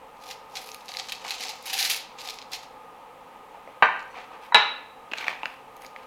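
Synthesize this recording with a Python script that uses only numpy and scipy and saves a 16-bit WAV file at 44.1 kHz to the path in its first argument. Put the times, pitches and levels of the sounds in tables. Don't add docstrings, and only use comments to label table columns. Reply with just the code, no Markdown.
import sys
import numpy as np
from scipy import signal
from scipy.io import wavfile
from scipy.ndimage import uniform_filter1d

SR = 44100
rng = np.random.default_rng(int(sys.argv[2]) if len(sys.argv) > 2 else 0)


def digitize_waveform(pressure):
    field = np.atleast_2d(pressure).T
    bounded = np.clip(field, -1, 1)
    quanta = np.round(bounded * 32767).astype(np.int16)
    wavfile.write(sys.argv[1], SR, quanta)


def rack_gain(trim_db):
    fader = np.asarray(trim_db, float)
    return 10 ** (fader / 20)


N = 267246

# pitch_hz, level_db
AIR_COLOUR = [(12, -42), (20, -12), (81, -18.5), (270, -10), (367, -14), (513, -2.5), (642, -11), (849, 1),
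              (1150, -9), (1260, -2), (1370, -15), (2600, -17), (5080, -32), (14700, -36), (16000, -40)]
# pitch_hz, width_hz, level_db
MOTOR_TONES = [(264, 20, -72), (450, 30, -63), (520, 26, -60.5), (760, 60, -62), (870, 60, -58),
               (1050, 40, -64), (1229, 8, -59)]
# pitch_hz, time_to_fall_60_db_s
ROOM_DECAY = [(100, .4), (300, .55), (900, .5), (2500, .56), (5000, .46), (9000, .3), (15000, .15)]
# delay_s, level_db
EARLY_ECHOES = [(.0045, -9), (.0093, -7), (.0135, -11), (.0245, -9)]

# pitch_hz, level_db
FOIL_COLOUR = [(150, -80), (700, -34), (1300, -13), (1650, -7), (2350, .3), (3300, -3), (4000, 0),
               (4700, -1.5), (6800, -6.5), (8300, -12.5), (9800, -26), (13000, -60)]
BRISTLE_COLOUR = [(2000, -80), (6500, -26), (8400, -5), (10600, 0), (12300, -1.5), (15000, -7),
                  (16200, -18)]
RUSTLE_COLOUR = [(150, -70), (400, -24), (1170, -8), (1520, -5), (2300, -1.5), (3300, -9), (5130, -19),
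                 (7210, -28), (10000, -42)]
# pitch_hz, width_hz, level_db
BOARD_MODES = [(770, 55, 0), (900, 110, -5), (1150, 150, -10), (500, 150, -14)]
# most_pressure_s, press_s, lift_s, crackle_db, fizz_over_crackle_db
BRUSH_STROKES = [(.315, .13, .05, -44, -10), (.575, .06, .08, -45, -12), (.67, .2, .22, -50, -5),
                 (.95, .11, .12, -44, -12), (1.11, .12, .11, -42, -15), (1.31, .1, .08, -37, -16),
                 (1.43, .11, .17, -35.5, -17), (1.71, .08, .1, -36, -14), (1.82, .13, .12, -29, -10),
                 (1.915, .08, .1, -30, -8), (2.2, .03, .1, -45, -14), (2.28, .08, .14, -41, -13),
                 (2.545, .04, .09, -38, -13)]
# most_pressure_s, press_s, lift_s, rustle_db, fizz_over_rustle_db
HAND_MOVES = [
    (3.7, .25, .2, -60, -22),
    (4.17, .035, .12, -44, -34),
    (4.455, .08, .07, -50, -17),
    (5.19, .08, .12, -42, -22),
    (5.29, .14, .12, -36, -26),
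    (5.47, .08, .14, -48, -18),
    (5.83, .13, .1, -53, -9),
    (5.98, .04, .2, -54, -22),
]
# most_pressure_s, press_s, lift_s, scuff_db, fizz_over_scuff_db
COUNTER_SCUFFS = [
    (1.27, .04, .1, -41, -40),
    (3.56, .07, .07, -49, -40),
    (4.17, .04, .12, -38, -44),
    (4.35, .06, .06, -39.5, -44),
]

# start_s, level_db, time_to_fall_60_db_s, fizz_over_crackle_db
LONG_CREASES = [(.2384, -48, .043, -13), (.302, -38, .057, -13), (.3107, -35, .044, -19),
                (.5546, -33, .063, -18), (.569, -34, .066, -18), (.8076, -48, .038, -17),
                (.8879, -35, .053, -14), (.9872, -31, .059, -16), (.996, -35, .041, -21),
                (1.0859, -34, .065, -18), (1.1214, -28, .035, -11), (1.2421, -39, .111, -15),
                (1.3069, -29, .072, -12), (1.3808, -36, .038, -23), (1.4057, -34, .046, -9),
                (1.43, -35, .049, -15), (1.49, -32, .085, -9), (1.6571, -34, .118, -1),
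                (1.697, -31, .057, -10), (1.7315, -25, .09, -4), (1.7873, -22, .1, -7),
                (1.815, -31, .112, -6), (1.8482, -23, .09, -8), (1.9006, -23, .103, -4),
                (1.965, -34, .09, -3), (2.1859, -37, .068, -20), (2.5172, -38, .091, -10),
                (2.5311, -30, .09, -14), (2.6284, -48, .1, -12), (5.175, -38, .087, -20)]
# start_s, level_db, pitch_hz, fizz_over_crackle_db
CREASE_SNAPS = [(.2668, -41, 3528, -15), (.2892, -40, 3969, -18), (.6724, -40, 4410, -17),
                (.6893, -39, 2646, -8), (.7165, -40, 5500, -14), (.7452, -33, 2866, -6),
                (.8579, -50, 6000, 1), (.9178, -38, 4189, -20), (.949, -35, 2205, -22),
                (.9697, -30, 4630, -17), (1.28, -33, 3748, -13), (1.3428, -34, 3748, -28),
                (1.5554, -41, 2646, -7), (1.945, -30, 2425, -4), (2.2563, -39, 4851, -15),
                (2.274, -36, 4500, -18), (2.2872, -28, 3528, -16), (2.297, -33, 4800, -12),
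                (2.305, -33, 4500, -18), (2.387, -39, 3307, -25), (2.4164, -42, 3528, -24),
                (2.424, -42, 4000, -18), (4.004, -47, 4100, -26), (4.027, -56, 6500, -18),
                (5.54, -53, 2646, -8), (5.766, -54, 6000, 2), (5.819, -51, 6000, 1.5),
                (5.847, -43, 1984, -9), (5.857, -48, 4500, -6), (5.864, -44, 5500, -14)]
# start_s, level_db, pitch_hz, fizz_over_crackle_db
BRISTLE_PRICKS = [(0.5114, -45, 3200, -10), (0.8824, -28, 4070, -20), (0.9393, -26, 4180, -19),
                  (1.043, -35, 3870, -22), (1.0594, -37, 3350, -14), (1.0954, -30, 3640, -11),
                  (1.1344, -34, 3250, -22), (1.1554, -34, 4680, -27), (1.1674, -37, 3260, -26),
                  (1.1804, -40, 4280, -24), (1.2654, -26, 3960, -19), (1.2865, -23, 3680, -27),
                  (1.2964, -29, 5000, -16), (1.3069, -21, 3820, -19), (1.3204, -24, 4030, -29),
                  (1.4104, -25, 6010, -18), (1.4204, -26, 4540, -16), (1.4551, -26, 5030, -21),
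                  (1.4624, -28, 4140, -21), (1.4834, -23, 5530, -17), (1.6262, -42, 4090, 7),
                  (1.8274, -13, 3960, -19), (1.8514, -17, 5880, -14), (1.9114, -16, 3910, -13),
                  (2.2084, -32, 3990, -15), (3.9639, -44, 3360, -20), (3.9944, -35, 3360, -34),
                  (4.0794, -47, 3420, -20), (4.1754, -44, 3560, -23), (4.4268, -47, 3300, -18),
                  (5.1831, -26, 3730, -30)]
# start_s, peak_db, pitch_hz
TRAY_BOOMS = [(0.29, -37, 781), (0.342, -41, 861), (0.536, -35, 834), (0.561, -33, 770), (0.89, -36, 743),
              (0.996, -33, 767), (1.051, -36, 786), (1.258, -34, 821), (1.302, -32, 799), (1.409, -34, 754),
              (1.45, -36, 770), (1.492, -33, 851), (1.665, -37, 775), (1.727, -30, 770), (1.748, -29, 799),
              (1.807, -29, 799), (1.861, -35, 775), (2.151, -41, 810), (2.184, -41, 904), (2.226, -38, 821),
              (2.248, -39, 826), (2.272, -37, 748), (2.329, -37, 764), (2.536, -38, 735)]
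# start_s, peak_db, pitch_hz, knock_db, knock_hz
SMALL_TAPS = [(1.2484, -29, 2200, -39, 842), (1.258, -36, 1400, -38, 1100), (1.276, -37, 1350, -38, 1050),
              (1.5344, -33, 2540, -41, 799), (3.5464, -46, 1820, -42, 859), (3.5724, -46, 1820, -44, 805),
              (3.675, -38, 2030, -42, 595), (3.6894, -44, 2020, -42, 546), (4.1424, -40, 2260, -42, 1060),
              (4.155, -38, 2300, -46, 900), (4.179, -38, 2250, -42, 1150), (4.345, -50, 1300, -45, 930),
              (5.1145, -29, 2700, -50, 600), (5.1188, -22, 2560, -40, 310), (5.1347, -14, 2700, -50, 877),
              (5.1378, -21, 2600, -42, 700), (5.1836, -25, 2320, -44, 921), (5.2064, -26, 2610, -46, 980),
              (5.2265, -24, 2320, -39, 1200), (5.2405, -24, 2000, -40, 1300), (5.2435, -16, 2240, -36, 904),
              (5.2674, -24, 2380, -34, 799), (5.273, -25, 2450, -48, 900), (5.2812, -9.5, 2320, -34, 1170),
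              (5.2934, -21, 2220, -36, 740), (5.31, -25, 2200, -36, 950), (5.3154, -22, 2100, -38, 1100),
              (5.328, -32, 2200, -36, 930), (5.4321, -21, 2670, -29, 921), (5.439, -36, 2600, -35, 900),
              (5.456, -14, 2650, -36, 584), (5.4624, -30, 2770, -39, 802), (5.8476, -33, 2020, -47, 705),
              (5.9618, -28, 2150, -42, 912)]
# start_s, level_db, rise_s
RING_GRAZES = [
    (3.834, -48, .003),
    (4.1, -58, .01),
    (4.128, -59, .008),
    (4.25, -65, .006),
    (4.425, -63, .01),
]
# pitch_hz, level_db, time_to_fall_60_db_s
RIM_MODES = [(4380, 0, .1), (5240, -10, .05), (5945, -2, .22), (6616, -8, .12), (7850, -8, .1),
             (8899, -13, .1), (9550, -15, .08), (10650, -15, .08), (11700, -18, .08)]

# start_s, ring_db, crack_db, rise_s
GLASS_LANDS = (3.8232, -9, 3.5, .0008)
# start_s, ring_db, crack_db, rise_s
BRUSH_TOUCHES = (4.5218, -8.5, -22, .003)
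# start_s, ring_db, crack_db, rise_s
BRUSH_DROPS = (4.5452, -9, 1.7, .0008)
# pitch_hz, level_db, time_to_fall_60_db_s
COUNTER_MODES = [(95, -38, .08), (180, -24, .07), (460, -22, .08), (610, -9, .05), (759, -7, .05),
                 (885, -3, .05), (970, -3, .04), (1056, -8, .04), (1255, -8, .05), (1466, -2, .045),
                 (1900, -8, .03), (2350, -9, .035), (2622, -17, .04), (1660, -10, .04), (3830, -22, .06),
                 (4581, -30, .12)]
TOUCH_MODES = [(955, 0, .024), (1300, -12, .015), (1950, -11, .02), (3900, -26, .04)]
GLASS_MODES = [(200, -24, .08), (458, -15, .07), (560, -15, .05), (846, -6, .06), (885, -6, .06),
               (950, -4, .06), (1055, -6, .05), (1400, -3, .03), (1690, -7, .05), (2050, -11, .04),
               (2406, -14, .05), (2622, -8, .06), (2914, -4, .05), (3300, -9, .03), (3811, -13, .25),
               (3903, -13, .5), (3900, 9, .034), (3978, -16, .25)]
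# pitch_hz, level_db
THUD_COLOUR = [(24, -80), (90, -42), (245, -24), (520, -16), (700, -12), (890, -2), (1110, -5), (1300, -2),
               (1450, .5), (1600, -3), (1910, -9), (2300, -11), (2900, -17), (3400, -28), (3900, -27),
               (4800, -43), (12000, -70), (22000, -120)]
CLACK_COLOUR = [(24, -85), (100, -37), (377, -16), (514, -19), (849, -5), (1130, -5), (1900, -10),
                (2940, -8), (3450, -17), (3910, -2), (4250, -19), (4700, -26), (12000, -54), (22000, -120)]


def evened(x):
    return x / np.sqrt(np.mean(x ** 2) + 1e-20)


def read(points, hz):
    f, value = np.transpose(points)
    return np.interp(np.log(hz + 1), np.log(f + 1), value)


def add(mix, start_s, sound):
    part = mix[round(start_s * SR):][:len(sound)]
    part += sound[:len(part)]


def colour(x, spectrum):
    gain_db = read(spectrum, abs(np.fft.fftfreq(8192, 1 / SR)))
    log_gain = np.log(rack_gain(np.maximum(gain_db, -90)))
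    phase = -signal.hilbert(log_gain).imag
    response = np.fft.ifft(np.exp(log_gain + 1j * phase)).real[:4096]
    return signal.oaconvolve(x, response)[:len(x)]


def resonate(x, hz, width):
    pole = np.exp((2j * hz - width) * np.pi / SR)
    return 2 * signal.lfilter([1 - abs(pole)], [1, -pole], x).real


def drift(length, seconds):
    size = max(int(seconds * SR), 1)
    once = uniform_filter1d(rng.standard_normal(length), size)
    return evened(uniform_filter1d(once, size))


def slips(length, per_s, spread_db, smooth):
    size = rack_gain(spread_db * np.minimum(rng.exponential(1, length), 5)) * rng.standard_normal(length)
    clicks = evened(size * (rng.random(length) < per_s / SR))
    return clicks + smooth * rng.standard_normal(length)


def appliance():
    noise = rng.standard_normal((2, N))
    air = evened(colour(noise[0], AIR_COLOUR)) * rack_gain(-48.2)
    tones = np.zeros(N)
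    for hz, width, db in MOTOR_TONES:
        tones += rack_gain(db) * evened(resonate(resonate(noise[1], hz, width), hz, width))
    return air + tones * rack_gain(1.5 * drift(N, .1))


def kitchen(x, tail_db):
    reflections = np.zeros(SR)
    at = np.arange(200, SR - 20, 20)
    reflections[at + rng.integers(0, 20, len(at))] = rng.choice([-1., 1.], len(at))
    hz, t, bands = signal.stft(reflections, SR, nperseg=256)
    decay = rack_gain(-60 * t / read(ROOM_DECAY, hz)[:, None])
    tail = signal.istft(bands * decay, SR, nperseg=256)[1]
    tail = rack_gain(tail_db) * tail / np.linalg.norm(tail)
    for delay_s, db in EARLY_ECHOES:
        add(tail, delay_s, rack_gain(np.array([db])))
    return signal.fftconvolve(x, tail)[:N]


def grazes():
    out, t = np.zeros(N), np.arange(12000) / SR
    chance = rng.standard_normal((len(RING_GRAZES), len(RIM_MODES)))
    for (start_s, level_db, rise_s), luck in zip(RING_GRAZES, chance):
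        ring = np.zeros(len(t))
        for (hz, db, t60), c in zip(RIM_MODES, luck):
            ring += rack_gain(db + 3 * c - 60 * t / t60) * np.sin(2 * np.pi * hz * (1 + .006 * c) * t)
        flicker = rack_gain(level_db + 4 * drift(len(t), .006))
        add(out, start_s, flicker * ring * np.minimum(t / rise_s, 1))
    return out


def taps():
    out, t = np.zeros(N), np.arange(3000) / SR
    for start_s, db, hz, knock_db, knock_hz in SMALL_TAPS:
        grit = colour(rng.standard_normal(len(t)) * np.exp(-t / .0012), RUSTLE_COLOUR)
        ring = np.sin(2 * np.pi * hz * t) * rack_gain(-60 * t / .012)
        ring += .8 * grit / abs(grit).max()
        thump = .2 * np.sin(2 * np.pi * .3 * knock_hz * t)
        knock = np.sin(2 * np.pi * knock_hz * t) + thump
        knock = knock * rack_gain(knock_db + 10.5 - 60 * t / .018)
        add(out, start_s, (rack_gain(db + .4) * ring + knock) * np.minimum(t / .0009, 1))
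    return signal.sosfilt(signal.butter(3, 190, "highpass", fs=SR, output="sos"), out)


def booms():
    out, t = np.zeros(N), np.arange(4000) / SR
    swell_s = .0055
    swell = (t / swell_s) * np.exp(1 - t / swell_s)
    for start_s, db, hz in TRAY_BOOMS:
        add(out, start_s, rack_gain(db - 4) * swell * np.sin(2 * np.pi * hz * t))
    return out


def creases():
    out, t = np.zeros(N), np.arange(6000) / SR
    spray = slips(N, 6000, spread_db=2.2, smooth=.8)
    crackle, fizz = evened(colour(spray, FOIL_COLOUR)), evened(colour(spray, BRISTLE_COLOUR))
    snap_t60, tick_s = .014, .0004
    pitch = 3500 * (1 + .3 * rng.uniform(-1, 1, len(LONG_CREASES)))
    rows = [(s, db, hz, t60, fizz_db) for (s, db, t60, fizz_db), hz in zip(LONG_CREASES, pitch)]
    rows += [(s, db, hz, snap_t60, fizz_db) for s, db, hz, fizz_db in CREASE_SNAPS]
    rows += [(s, db - 10, hz, .7 * snap_t60, fizz_db) for s, db, hz, fizz_db in BRISTLE_PRICKS]
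    tick = (t / tick_s) * np.exp(1 - t / tick_s)
    for start_s, db, hz, t60, fizz_db in rows:
        now = slice(int(start_s * SR) - len(t), int(start_s * SR))
        tips = rack_gain(fizz_db + 2.5 - 30 * t / t60) * fizz[now]
        tuned = .5 + .6 * (t60 < .02)
        sound = (1.3 - .6 * tuned) * crackle[now] + tips
        sound += tuned * evened(resonate(crackle[now], hz, .3 * hz))
        shape = rack_gain(-60 * (t / t60) ** 1.3) * np.minimum(t / (.0004 + .035 * t60), 1)
        add(out, start_s, rack_gain(db - 2.2) * .85 * (shape + tick) * sound)
    return out


def levels(moves, thrum_follow):
    t = np.arange(N) / SR
    surface, tips = np.zeros((2, N))
    for peak_s, press_s, lift_s, db, fizz_db in moves:
        distance = abs(t - peak_s) / np.where(t < peak_s, press_s, lift_s)
        ease_db = 20 * distance ** 1.5
        surface += rack_gain(db - ease_db)
        tips += rack_gain(db + fizz_db - 1.2 * ease_db)
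    return surface, tips, surface ** thrum_follow


def rub(moves, surface, per_s, flicker_db, crackle_db, fizz_db, thrum_db, thrum_follow):
    drive = slips(N, per_s, spread_db=2.5, smooth=.9) * rack_gain(flicker_db * drift(N, .006))
    bumps = rng.standard_normal(N) * rack_gain(3 * drift(N, .012))
    thrum = np.zeros(N)
    for hz, width, db in BOARD_MODES:
        thrum += rack_gain(db) * resonate(resonate(bumps, hz, width), hz, 3 * width)
    crackle_gain, fizz_gain, thrum_gain = levels(moves, thrum_follow)
    crackle = rack_gain(crackle_db) * crackle_gain * evened(colour(drive, surface))
    fizz = rack_gain(fizz_db) * fizz_gain * evened(colour(drive, BRISTLE_COLOUR))
    return crackle + fizz + rack_gain(thrum_db) * thrum_gain * evened(thrum)


def blow(row, modes, spectrum):
    start_s, ring_db, crack_db, rise_s = row
    t = np.arange(SR) / SR
    ring, linger = np.zeros((2, SR))
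    for k, (hz, db, t60) in enumerate(modes):
        wave = rack_gain(ring_db + db) * np.sin(2 * np.pi * (hz * t + .5 * (k % 2)))
        ring += wave * rack_gain(-60 * t / t60)
        linger += wave * np.sqrt(min(t60, .06) / .05) * (t60 > .031)
    linger = linger * rack_gain(-15 - 60 * t / .4) * np.minimum(t / .015, 1)
    contact = .13 * rng.standard_normal(SR) * np.exp(-t / .013)
    contact[int(rise_s * SR)] += 1.5
    crack = colour(contact, spectrum)
    crack = rack_gain(crack_db + 14.5) * crack / np.linalg.norm(crack)
    onset = np.minimum(t / rise_s, 1)
    direct, sent = np.zeros((2, N))
    add(direct, start_s, (ring + linger + crack) * onset)
    add(sent, start_s, (rack_gain(-6) * ring + crack) * onset)
    return np.array([direct, sent])


def scene():
    small = taps()
    light = creases() + booms() + grazes()
    light += rub(BRUSH_STROKES, FOIL_COLOUR, per_s=3000, flicker_db=2.5, crackle_db=-2.5, fizz_db=.1,
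                 thrum_db=-29, thrum_follow=.55)
    light += rub(HAND_MOVES, RUSTLE_COLOUR, per_s=2500, flicker_db=2.5, crackle_db=-1.5, fizz_db=-.5,
                 thrum_db=-15.5, thrum_follow=.85)
    light += rub(COUNTER_SCUFFS, RUSTLE_COLOUR, per_s=2500, flicker_db=2.5, crackle_db=-11, fizz_db=-9,
                 thrum_db=-2, thrum_follow=1)
    glass, glass_sent = blow(GLASS_LANDS, COUNTER_MODES, THUD_COLOUR)
    touch = blow(BRUSH_TOUCHES, TOUCH_MODES, THUD_COLOUR)
    brush, brush_sent = touch + blow(BRUSH_DROPS, GLASS_MODES, CLACK_COLOUR)
    room = kitchen(rack_gain(-12.5) * light + rack_gain(-15) * small + rack_gain(-8) * glass_sent, tail_db=1.5)
    room += kitchen(rack_gain(-4) * brush_sent, tail_db=1.5)
    no_rumble = signal.butter(2, 70, "highpass", fs=SR, output="sos")
    close = signal.sosfilt(no_rumble, light + small + glass + brush + room)
    return (close + appliance())[None]


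def low_pass(x):
    return signal.sosfilt(signal.butter(12, 16650, fs=SR, output="sos"), x)


def record(dry):
    mix = np.clip(dry, -.94, .94)
    return low_pass(mix)


dry = scene()
out = record(dry)
digitize_waveform(out)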